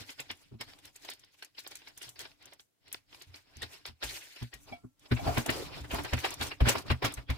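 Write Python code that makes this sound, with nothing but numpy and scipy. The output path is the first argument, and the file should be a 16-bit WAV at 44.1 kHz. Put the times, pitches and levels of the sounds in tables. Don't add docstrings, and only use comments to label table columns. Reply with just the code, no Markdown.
import sys
import numpy as np
from scipy import signal
from scipy.fft import rfft, irfft, next_fast_len
from scipy.io import wavfile
from scipy.ndimage import uniform_filter1d, map_coordinates

SR = 44100
rng = np.random.default_rng(int(sys.argv[2]) if len(sys.argv) > 2 else 0)


def volts_from_db(level):
    exponent = np.asarray(level, float) / 20
    return 10 ** exponent


def master_out(mix):
    frames = np.transpose(np.atleast_2d(mix))
    ceiling = np.clip(frames, -1, 1)
    pcm = np.round(ceiling * 32767).astype(np.int16)
    wavfile.write(sys.argv[1], SR, pcm)


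N = 325017

# f/Hz, density/dB
HISS_SPECTRUM = [(30, -37), (100, -6), (300, -5), (470, -8), (580, -8.5), (900, -13.5), (15900, -20),
                 (16400, -64)]
# t/s, length/s, level/dB, start f/Hz, end f/Hz
SLIDES = [
    (5.542, 0.1, -37, 439, 405),
    (5.552, .09, -53, 1890, 1870),
    (6.89, .045, -39, 2760, 2760),
    (7.262, 0.042, -60.5, 3300, 3240),
]
# t/s, peak level/dB, brightness/dB, handle/dB
KNOCKS = [
    (4.722, -32, -12.5, -25),
    (5.19, -30, -20, -24),
    (5.266, -19.5, -32, -0.5),
    (5.282, -21, -37, -6),
]
# f/Hz, level/dB, t60/s
PIN_MODES = [(700, -5, 0.15), (640, 1, 0.055), (780, 1, 0.06), (1350, -21, 0.53), (2230, -4, 0.17),
             (2300, 9, 0.1), (3320, -3, 0.11), (4670, -19.5, 0.15)]
# f/Hz, level/dB, share of the thud's t60
COUNTER_MODES = [(43, -4.5, 0.45), (62, 2, 0.69), (120.4, 0, 1.1), (175, -1.5, 0.4), (237.5, 0.5, 0.75),
                 (405, -2, 0.39), (315, -3, 0.45)]
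# t/s, peak level/dB, main f/Hz, upper modes/dB
PALMS = [(0.001, -44.5, 103, -9.5), (0.189, -49, 133, -13), (0.297, -46.5, 85, -10.5),
         (0.512, -42, 118, -8), (0.534, -41, 108, -8), (0.594, -47.5, 112, -6), (2.061, -55.5, 118, -28),
         (3.268, -47, 88.6, -33), (3.561, -42.5, 74, -17), (3.618, -38.5, 83, -15.5),
         (3.886, -43.5, 79, -16), (4.038, -39.5, 53.3, -32), (4.414, -31.5, 117.5, -13),
         (4.537, -46.5, 50.6, -17), (4.711, -43.5, 103, -5.5), (4.836, -41, 118, -5.5)]
# t/s, peak level/dB, main f/Hz, upper modes/dB, t60/s
DROPS = [(5.11, -19, 122, -8, .18), (5.264, -22, 80.5, -14, 0.16), (5.368, -23, 126.5, -7.5, 0.12),
         (5.479, -32.5, 123, -3, .13), (5.801, -35.5, 67.5, -20, .2), (5.925, -29, 58, -7, 0.13),
         (6.127, -19, 78.7, -17, 0.14), (6.398, -31, 78, -13.5, 0.18), (6.61, -14.5, 56, -19.5, .14),
         (6.66, -22.5, 107.5, -9.5, .12), (6.751, -44.5, 99.8, -1.5, 0.099), (6.902, -17, 77.4, -16, .13),
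         (7.031, -27, 115, -11, 0.12), (7.17, -34.5, 54.7, -19, 0.14), (7.293, -22, 68, -17.5, 0.13)]
# t/s, peak level/dB, f/Hz, left over right/dB
POPS = [(0.96, -35.5, 8550, 16), (1.023, -46, 7100, 16), (1.1367, -40.5, 8800, -4),
        (1.4472, -35, 10700, 15), (1.5929, -36, 12700, 4), (1.6386, -49.5, 10000, 13),
        (1.676, -28.5, 13600, 5), (1.755, -32, 10300, 3), (2.02, -32, 9600, 12), (2.0285, -33, 9300, 13),
        (2.2061, -34.0, 8800, 10), (2.9277, -16.5, 11000, 15), (2.9449, -43, 8300, 10),
        (3.1466, -48, 5200, 14), (3.3603, -37.5, 5300, 6), (3.569, -39, 6160, 7), (3.62, -28.5, 8450, 10),
        (4.0494, -42, 9600, 3), (4.1334, -47, 7800, 0), (4.2643, -55, 6200, 7), (5.383, -24, 12200, 5),
        (5.462, -26.5, 10700, 3), (5.9455, -26.5, 12600, 0.5), (6.0375, -31, 11400, 3),
        (6.3403, -28, 10300, 8), (6.3944, -44.5, 7900, 12), (6.783, -32, 5300, 4),
        (7.0496, -23.5, 6900, -5), (7.124, -34, 10700, 2), (7.139, -25, 9300, 3)]
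# f/Hz, level/dB
RUMBLE_SPECTRUM = [(20, -120), (28, 3), (55, -8), (85, 2.5), (120, -0.5), (175, -6.5), (238, -14),
                   (300, 3.5), (400, -120)]
NUT_SPECTRUM = [(150, -120), (260, -4), (400, -2), (480, -5.5), (700, -4), (1000, -5), (1400, -9),
                (2200, -34)]
FILM_SPECTRUM = [(800, -105), (1400, -6.5), (2300, -3), (3100, -3.5), (4200, -4), (5500, -5), (6500, -51)]
FIZZ_SPECTRUM = [(4800, -43), (5700, 0.5), (8000, -2), (11000, -6), (15500, -8), (16200, -51)]
# t/s, level/dB
WEIGHT = [(0.0, -71.5), (0.68, -65), (1.42, -78.5), (2.11, -67.5), (2.61, -72), (3.96, -69), (4.41, -81),
          (4.58, -61), (4.82, -61.5), (5.11, -67.5), (5.27, -42), (5.36, -53), (5.58, -56), (5.81, -56.5),
          (6.01, -48), (6.14, -66), (6.65, -55.5), (7.37, -57.5)]
# peak t/s, crinkle level/dB, rise/s, fall/s (both over 20 dB), fizz over crinkle/dB
STROKES = [(0.0, -44, 0.096, 0.077, -10), (.105, -48.5, 0.061, 0.051, -2.5), (.42, -61.5, 0.042, 0.036, -4),
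           (.69, -53.5, 0.043, 0.12, -6), (.96, -65.5, 0.049, 0.05, 1), (1.05, -53.5, 0.078, 0.046, -6),
           (1.195, -65.5, 0.033, 0.27, -12), (1.345, -62.5, 0.037, 0.024, -4),
           (1.39, -57.5, 0.032, 0.06, -7), (1.72, -55.5, 0.084, 0.25, -7), (1.89, -56, 0.1, 0.093, -15),
           (2.421, -56, 0.032, 0.12, -21), (2.47, -58.5, 0.065, .1, -15), (2.62, -72, .03, 0.034, -8),
           (2.609, -78.5, 0.029, 0.056, 14), (2.88, -57, 0.049, .05, -22), (4.169, -46, 0.12, 0.078, -3.5),
           (4.27, -57.5, 0.068, 0.14, -9), (.21, -54, 0.07, 0.15, -7), (.319, -61.5, 0.036, 0.31, -6),
           (.624, -55, 0.029, 0.092, -8), (.868, -55.5, 0.076, 0.057, -6), (1.107, -47.5, 0.08, 0.075, -11),
           (1.45, -56, 0.04, 0.058, -10), (1.6, -57, 0.053, 0.13, -4), (2.04, -57.5, 0.088, 0.17, 0.5),
           (2.21, -50.5, 0.055, 0.15, -10), (2.524, -68, 0.12, 0.04, -6),
           (2.938, -53.5, 0.033, 0.072, -3.5), (3.149, -57, 0.079, 0.26, -6.5),
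           (3.367, -55, 0.066, 0.065, -5), (3.6, -58, 0.24, 0.092, -13), (3.637, -41, 0.015, 0.046, -15.5),
           (3.74, -50, 0.12, 0.095, -7), (3.877, -47.5, 0.031, 0.053, -12), (4.046, -40, 0.024, 0.089, -6),
           (4.1, -46.5, 0.051, 0.28, -0.5), (4.434, -50, 0.15, 0.06, -11), (4.62, -69, 0.15, 0.25, 6.5),
           (4.69, -53, 0.04, 0.11, -28), (5.03, -63, .05, .04, -8), (5.062, -53, 0.02, 0.025, -17)]
# peak t/s, crinkle level/dB, rise/s, fall/s (both over 20 dB), fizz over crinkle/dB
ROLLS = [(5.289, -42.5, 0.13, 0.086, -6.5), (5.52, -40, 0.042, 0.21, -7.5), (5.6, -54, 0.24, 0.082, 4.5),
         (5.735, -50, 0.098, 0.11, -22), (5.16, -55.5, 0.093, 0.2, 1.5), (5.385, -40.5, 0.11, 0.074, -2),
         (5.779, -47.5, 0.091, 0.073, -9.5), (5.85, -58, 0.036, 0.033, -4), (6.05, -69, 0.095, 0.055, -9),
         (6.32, -42, 0.05, 0.075, -9.5), (6.47, -45, 0.048, 0.079, -3), (6.699, -28.5, 0.043, 0.025, -8),
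         (6.72, -39, 0.041, 0.035, 0.5), (6.785, -42.5, 0.062, 0.062, -6.5),
         (7.19, -57.5, 0.087, 0.069, -3), (5.95, -44.5, .08, 0.2, -3), (6.2, -46, 0.38, 0.15, -10),
         (6.261, -36.5, 0.046, 0.083, -8), (6.428, -34.5, 0.039, 0.069, -7.5),
         (6.885, -47.5, 0.015, 0.015, -20), (6.695, -39, 0.078, 0.088, -20), (6.87, -51, 0.037, 0.13, -12),
         (6.918, -58, 0.1, 0.16, -12), (7.055, -29.5, 0.016, 0.035, -11), (7.11, -50.5, 0.13, 0.12, -14),
         (7.313, -49.5, 0.023, 0.15, -10.5)]
# t/s, peak level/dB, t60/s, ringing f/Hz
FOLDS = [(0.0907, -38.5, 0.11, 2090), (0.194, -32, 0.088, 2650), (0.3016, -31, 0.093, 3330),
         (0.61, -32, 0.084, 2156), (0.847, -47.5, 0.11, 3760), (1.046, -43.5, 0.087, 745),
         (1.0877, -35, 0.06, 2200), (1.2355, -50.5, 0.083, 4810), (1.581, -35.5, 0.096, 4590),
         (1.644, -47, 0.12, 2410), (1.712, -43.5, 0.13, 591), (1.752, -45.5, 0.099, 2530),
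         (1.872, -42, 0.084, 2200), (1.967, -50.5, 0.19, 3650), (2.0133, -43.5, 0.11, 2840),
         (2.027, -43, 0.24, 3380), (2.081, -46, 0.078, 2930), (2.1924, -39, 0.21, 3200),
         (2.252, -41.5, 0.088, 1594), (2.5226, -47.5, 0.12, 578), (2.9163, -46, 0.062, 3870),
         (3.127, -47, 0.069, 3080), (3.145, -46.5, 0.053, 2330), (3.212, -43.5, 0.11, 3990),
         (0.734, -49.5, 0.054, 4700), (0.785, -55, 0.1, 3560), (.872, -53, 0.11, 3470),
         (0.951, -54, 0.17, 4700),
         (3.619, -33.5, 0.12, 1830), (3.63, -33.5, 0.068, 1490), (4.016, -42, 0.18, 1670),
        (4.025, -35, 0.055, 1750), (4.03, -27.5, 0.083, 1764), (4.361, -42, 0.14, 2590),
        (4.421, -43.5, 0.11, 3370), (4.5294, -41.5, 0.15, 1890),]
# t/s, peak level/dB, t60/s, ringing f/Hz
CRUSHES = [(5.1181, -27.5, 0.093, 538), (5.164, -36.5, 0.17, 2670), (5.2685, -35.5, 0.19, 680),
           (5.3547, -37, 0.39, 2220), (5.3719, -24, 0.1, 1520), (5.459, -33, 0.12, 684),
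           (5.491, -22.5, 0.11, 1943), (5.844, -40.5, 0.095, 1585), (5.907, -33, 0.15, 2840),
           (5.9384, -31, 0.12, 705), (6.046, -32.5, 0.12, 1700), (6.1317, -24, 0.095, 558),
           (6.1757, -33.5, 0.093, 2240), (6.2438, -20.5, 0.088, 814), (6.4023, -41, 0.11, 2300),
           (6.4096, -27, 0.16, 3700), (6.5129, -31, 0.098, 2730), (6.6557, -25, 0.34, 1523),
           (6.683, -20.5, 0.14, 3020), (6.7518, -27.5, 0.1, 416), (6.913, -28.5, 0.097, 2780),
           (7.0406, -24, 0.17, 1508), (7.173, -41, 0.14, 988), (7.288, -41, 0.15, 3380),
           (7.2984, -28.5, 0.1, 2225)]
# t/s, peak level/dB, t60/s, ringing f/Hz
SPLITS = [(1.4235, -37.5, 0.065, 4320), (1.548, -56.5, 0.095, 3040), (1.6638, -39, 0.072, 760),
          (1.816, -50, 0.094, 890), (2.1575, -50, 0.12, 4540), (2.315, -58.5, 0.06, 2500),
          (2.595, -49, 0.062, 3490), (2.9437, -39, 0.027, 3000), (3.342, -43, 0.072, 4500),
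          (3.853, -35, 0.069, 2300), (4.722, -56, 0.085, 790), (5.113, -30, 0.1, 1510),
          (5.984, -32, 0.13, 868), (6.604, -28.5, 0.12, 586), (6.9006, -23.5, 0.12, 1150),
          (7.0217, -28.5, 0.16, 402)]
# t/s, peak level/dB, t60/s
SNAPS = [(0.1994, -35, 0.062), (0.311, -40.5, 0.054), (0.608, -35, 0.056), (0.787, -50.5, 0.051),
         (0.853, -43, 0.042), (0.9602, -40, 0.044), (1.0221, -54, 0.043), (1.048, -41, 0.056),
         (1.0975, -34, 0.052), (1.134, -42.5, 0.036), (1.1933, -51, 0.047), (1.2456, -54, 0.027),
         (1.425, -43, 0.06), (1.4464, -40.5, 0.031), (1.591, -40, 0.04), (1.6016, -40, 0.028),
         (1.6372, -54, 0.05), (1.6733, -38, 0.046), (1.7075, -43, 0.07), (1.7537, -33.5, 0.033),
         (1.7684, -43, 0.034), (1.8761, -50, 0.094), (1.975, -37.5, 0.05), (2.0185, -40, 0.061),
         (2.0274, -39, 0.057), (2.0903, -35, 0.045), (2.1908, -34.5, 0.04), (2.2044, -36.5, 0.043),
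         (2.213, -36, 0.035), (2.4233, -54, 0.04), (2.455, -43, 0.032), (2.5334, -46, 0.046),
         (2.603, -50, 0.034), (2.879, -55, 0.045), (2.928, -32, 0.05), (2.9434, -47, 0.039),
         (3.1457, -52, 0.039), (3.219, -42.5, 0.047), (3.3588, -65, 0.05), (3.5678, -45.5, 0.038),
         (3.6197, -39, 0.084), (3.859, -39.5, 0.064), (4.0248, -40, 0.086), (4.036, -30, 0.066),
         (4.0484, -43, 0.05), (4.3585, -49, 0.05), (4.4274, -44, 0.046), (4.537, -39, 0.059),
         (4.993, -55.5, 0.056),
         (5.3804, -30.5, 0.041), (5.461, -27.5, 0.051), (5.5013, -27.5, 0.042), (5.806, -45.5, 0.05),
             (5.913, -33.5, 0.06), (5.9314, -41, 0.05), (5.9439, -39, 0.067), (6.0362, -44, 0.06),
             (6.0478, -36.5, 0.032), (6.133, -34.5, 0.055), (6.17, -43, 0.05), (6.1863, -35, 0.069),
             (6.2003, -35, 0.033), (6.2477, -35, 0.061), (6.3049, -30.5, 0.032), (6.34, -32, 0.027),
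             (6.3934, -50, 0.05), (6.4107, -34, 0.058), (6.422, -28, 0.079), (6.6069, -44, 0.067),
             (6.782, -37, 0.059), (6.8214, -46, 0.026), (6.9127, -38.5, 0.056), (7.0439, -31.5, 0.06),
             (7.049, -30.5, 0.065), (7.1214, -42, 0.04), (7.1394, -29.5, 0.038), (7.3003, -37, 0.051)]
# t/s, peak level/dB, t60/s
TEARS = [
    (6.665, -44, .1),
    (6.684, -17.5, 0.11),
]

THUD_T60_S, HARD_SHORTENS = 0.096, 0.028
CHOKE = 1.573
DEEP_PER_DB = 0.22
POP_CYCLES, POP_LIFT_DB = 11.8, 7
STROKE_BEND, FIZZ_SWING, RATTLE_SWING = 1.15, 1, 0.97
LIGHT_DB, RATTLE_DB, RATTLE_PER_DB = -62, -3.5, 0.58
BREAK_DB, BREAK_PER_DB, BREAK_PER_OCTAVE_DB = -5, 0.367, -2
FOLD_RISE_S, CRUSH_RISE_S, SPLIT_RISE_S = 0.047, 0.041, 0.016
SHELL_TILT_DB = -9.5
LEFT_FIZZ_DB = 2


def unit(x):
    return x / np.sqrt(np.mean(x ** 2) + 1e-20)


def wobble(rate):
    knots = rng.standard_normal(int(N * rate / SR) + 4)
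    return map_coordinates(knots, [np.arange(N) * rate / SR])


def coloured(x, points):
    m = next_fast_len(N + 8192)
    f, level = np.transpose(points)
    gain = volts_from_db(np.interp(np.log(np.fft.rfftfreq(m, 1 / SR) + 1), np.log(f), level))
    return unit(irfft(rfft(x, m) * gain, m)[..., :N])


def add_at(out, s, sound):
    start = round(s * SR)
    out[:, start:start + sound.shape[1]] += sound


def ringing(hz, db, t60, attack_s, t, choke=1):
    lead = rng.choice([-1, 1]) * min(0.21 + hz / 700, .8) * np.array([[1], [-1]])
    start = (1 - np.exp(-t / attack_s)) ** 2
    fade = volts_from_db(db - 60 * (t / max(t60, .02)) ** choke)
    return fade * start * np.sin(2 * np.pi * hz * t + lead)


def room_hiss():
    return volts_from_db(-81) * coloured(rng.standard_normal((2, N)), HISS_SPECTRUM)


def pin_slides():
    out = np.zeros((2, N))
    for s, length, db, from_hz, to_hz in SLIDES:
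        u = np.arange(round(length * SR)) / (length * SR)
        phase = 2 * np.pi * np.cumsum(from_hz + (to_hz - from_hz) * u) / SR
        slow = uniform_filter1d(rng.standard_normal((2, len(u))), size=170, axis=1)
        add_at(out, s, volts_from_db(db) * np.sin(np.pi * u) ** 0.53 * unit(slow) * np.sin(phase))
    return out


def pin_knocks():
    out, t = np.zeros((2, N + SR)), np.arange(SR // 3) / SR
    for s, db, bright_db, handle_db in KNOCKS:
        lifts = (0, 0, 0, *[bright_db] * 4, handle_db)
        for (hz, level, t60), lift in zip(PIN_MODES, lifts):
            add_at(out, s, ringing(hz, db + level + lift, t60, 0.0032, t))
    return out[:, :N]


def counter_thuds():
    out, t = np.zeros((2, N + SR)), np.arange(SR // 3) / SR
    palms = [(*row, THUD_T60_S * np.exp(-HARD_SHORTENS * row[-1])) for row in PALMS]
    for s, db, hz, upper_db, t60 in palms + DROPS:
        ring = ringing(hz, db - 4.0, t60, 0.0039, t, CHOKE)
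        for k, (mode_hz, level, share) in enumerate(COUNTER_MODES):
            if k > 2:
                lift, life = upper_db + 3.0, min(t60, THUD_T60_S) * 1.5
            else:
                lift, life = -1.5 + DEEP_PER_DB * db, t60
            mode_db = db + level + lift + rng.normal(0, 1.2)
            ring += ringing(mode_hz * rng.normal(1, 0.03), mode_db, life * share, 0.0044, t, CHOKE)
        add_at(out, s, ring)
    return out[:, :N]


def pops():
    out, t = np.zeros((2, N + SR)), np.arange(SR // 400) / SR
    for s, db, hz, left_db in POPS:
        fade = volts_from_db(db + POP_LIFT_DB - 60 * t * hz / POP_CYCLES)
        ring = fade * (1 - np.exp(-t * hz * 2.0)) * np.sin(2 * np.pi * hz * t)
        add_at(out, s, ring * volts_from_db(np.minimum([[left_db], [-left_db]], 0)))
    return out[:, :N]


def weight_db(s):
    return np.interp(s, *np.transpose(WEIGHT))


def cracks():
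    s, db, t60, hz = np.transpose(FOLDS + CRUSHES + SPLITS)
    weight_share = BREAK_PER_DB * (weight_db(s) - LIGHT_DB)
    nut_db = BREAK_DB + weight_share + BREAK_PER_OCTAVE_DB * np.log2(hz / 2000)
    return s, db, nut_db, t60, hz


def shells():
    out, t = np.zeros((2, N + SR)), np.arange(SR // 10) / SR
    rows = np.transpose(cracks())
    spread = rng.normal(0, 0.0699, (len(rows), 3))
    for (s, db, nut_db, t60, hz), detunes in zip(rows, spread):
        level = db - 10.5 + nut_db * (hz < 1400)
        for detune in (0, *detunes):
            add_at(out, s, ringing(hz * (1 + detune), level, min(0.88 * t60, .14), 0.00082, t))
    return out[:, :N]


def strokes():
    now, power = np.arange(0, N + 64, 64) / SR, 0
    for s, db, rise_s, fall_s, fizz_db in STROKES + ROLLS:
        away = np.where(now < s, (s - now) / max(rise_s, .01), (now - s) / max(fall_s, .01))
        fade_db = -20 * away ** STROKE_BEND
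        rattle_db = RATTLE_DB + RATTLE_PER_DB * (weight_db(s) - LIGHT_DB)
        layers_db = [rattle_db + RATTLE_SWING * fade_db, fade_db, fizz_db + FIZZ_SWING * fade_db]
        power = power + volts_from_db(db + np.array(layers_db)) ** 2
    return [np.interp(np.arange(N) / SR, now, p) for p in power]


def shower(rows, rise_s, lead_db, lead_s, tick_db, tick_s, build):
    power, t = np.zeros((2, N + SR)), np.arange(-SR // 40, SR // 5) / SR
    tick = (t >= 0) * volts_from_db(tick_db - 60 * np.abs(t) / tick_s) ** 2
    sides = rng.normal(0, 0.88, (len(rows), 1))
    for (s, db, t60), side_db, rise in zip(rows, sides, np.broadcast_to(rise_s, len(rows))):
        swell = np.maximum(60 * t / rise, lead_db + 60 * t / lead_s * np.max(rise_s) / rise)
        peak_s = build * max(t60 - .05, .002)
        body = np.minimum(-7 * (1 - t / peak_s), -60 * (t - peak_s) / max(t60 - 4 * peak_s, .02))
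        shape = volts_from_db(db + np.where(t < 0, swell - 7, body)) ** 2
        shape += volts_from_db(db) ** 2 * tick * min(0.058 / t60, 1.5) ** 4
        start = round(s * SR) + SR // 10 - SR // 40
        power[:, start:start + len(t)] += shape * volts_from_db(side_db * np.array([[1], [-1]])) ** 2
    return power[:, SR // 10:SR // 10 + N]


def crack_showers():
    s, db, nut_db, t60, _ = cracks()
    rise_s = np.where(s < CRUSHES[0][0], FOLD_RISE_S, CRUSH_RISE_S)
    rise_s[-len(SPLITS):] = SPLIT_RISE_S
    crack = shower(np.transpose([s + 0.00075, db - 5.5, t60]), rise_s=rise_s,
                   lead_db=-13, lead_s=0.071, tick_db=5.5, tick_s=0.019, build=0.059)
    nut = shower(np.transpose([s + 0.002, db + nut_db - 5.5, 1.026 * t60]), rise_s=rise_s,
                 lead_db=1.0, lead_s=0.049, tick_db=9.0, tick_s=0.017, build=0.052)
    s, db, _, upper_db = np.transpose(PALMS + [row[:-1] for row in DROPS])
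    nut += shower(np.transpose([s + 0.0022, db + upper_db - 15.0, 0.13 + 0 * s]), rise_s=.01,
                  lead_db=-40, lead_s=.05, tick_db=-3, tick_s=.02, build=0.1)
    return crack, nut


def snap_showers():
    s, db, t60 = np.transpose(SNAPS + TEARS)
    return shower(np.transpose([s + 0.0015, db - 7.5, t60]), rise_s=0.0026,
                  lead_db=-36, lead_s=.05, tick_db=1.5, tick_s=0.0024, build=0.16)


def grit(points, alike, spiky_db, patchy_db, clump):
    shared, own = rng.standard_normal(N + 4), rng.standard_normal((2, N))
    shared = np.array([shared[4:], shared[:N]])
    z = signal.stft(np.sqrt(alike) * shared + np.sqrt(1 - alike) * own, nperseg=256)[2]
    field = uniform_filter1d(rng.standard_normal(z.shape[1:]), size=4, axis=0)
    field = uniform_filter1d(field, size=8, axis=1)
    cloud = signal.istft(z * volts_from_db(patchy_db * unit(field)), nperseg=256)[1][:, :N]
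    return coloured(cloud * volts_from_db(spiky_db * clump), points)


def bag():
    now = np.arange(N) / SR
    rattle, crinkle, sizzle = [p * volts_from_db(-1.5 + 1.88 * wobble(45)) ** 2 for p in strokes()]
    crack, nut = crack_showers()
    snap = snap_showers()
    crushing = now > CRUSHES[0][0] - .03
    clump = wobble(350)

    rumble = grit(RUMBLE_SPECTRUM, alike=0.12, spiky_db=1.5, patchy_db=2.0, clump=clump)
    rumble *= volts_from_db(weight_db(now) + 1.2 * wobble(31)) * (crinkle / volts_from_db(LIGHT_DB) ** 2) ** 0.23

    nuts = grit(NUT_SPECTRUM, alike=0.21, spiky_db=-0.5, patchy_db=1.5, clump=clump)
    nuts *= np.sqrt(rattle + nut)

    film = grit(FILM_SPECTRUM, alike=0.16, spiky_db=0.5, patchy_db=2.5, clump=clump + 1.1 * wobble(1500))
    film *= np.sqrt(crinkle + crack * ~crushing + volts_from_db(-20.0) * snap)

    dull = [(hz, db + SHELL_TILT_DB * max(np.log2(hz / 2000), 0)) for hz, db in FILM_SPECTRUM]
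    shell = grit(dull, alike=0.083, spiky_db=0.0, patchy_db=2.0, clump=clump + wobble(1500))
    shell *= np.sqrt(crack * crushing)

    fizz = grit(FIZZ_SPECTRUM, alike=0.061, spiky_db=1.5, patchy_db=2.0, clump=clump + 0.1 * wobble(2700))
    fizz *= np.sqrt(sizzle + snap) * volts_from_db(LEFT_FIZZ_DB * np.array([[.5], [-.5]]))
    return rumble + nuts + film + shell + fizz


def scene():
    return room_hiss() + pin_slides() + pin_knocks() + counter_thuds() + pops() + shells() + bag()


def roll_off(x):
    return signal.sosfilt(signal.butter(12, 16820, fs=SR, output="sos"), x)


def record(dry):
    m = next_fast_len(N)
    below = np.fft.rfftfreq(m, 1 / SR) < 16000
    mix = irfft(rfft(dry, m) * below, m)[:, :N]
    return roll_off(mix)


dry = scene()
out = record(dry)
master_out(out)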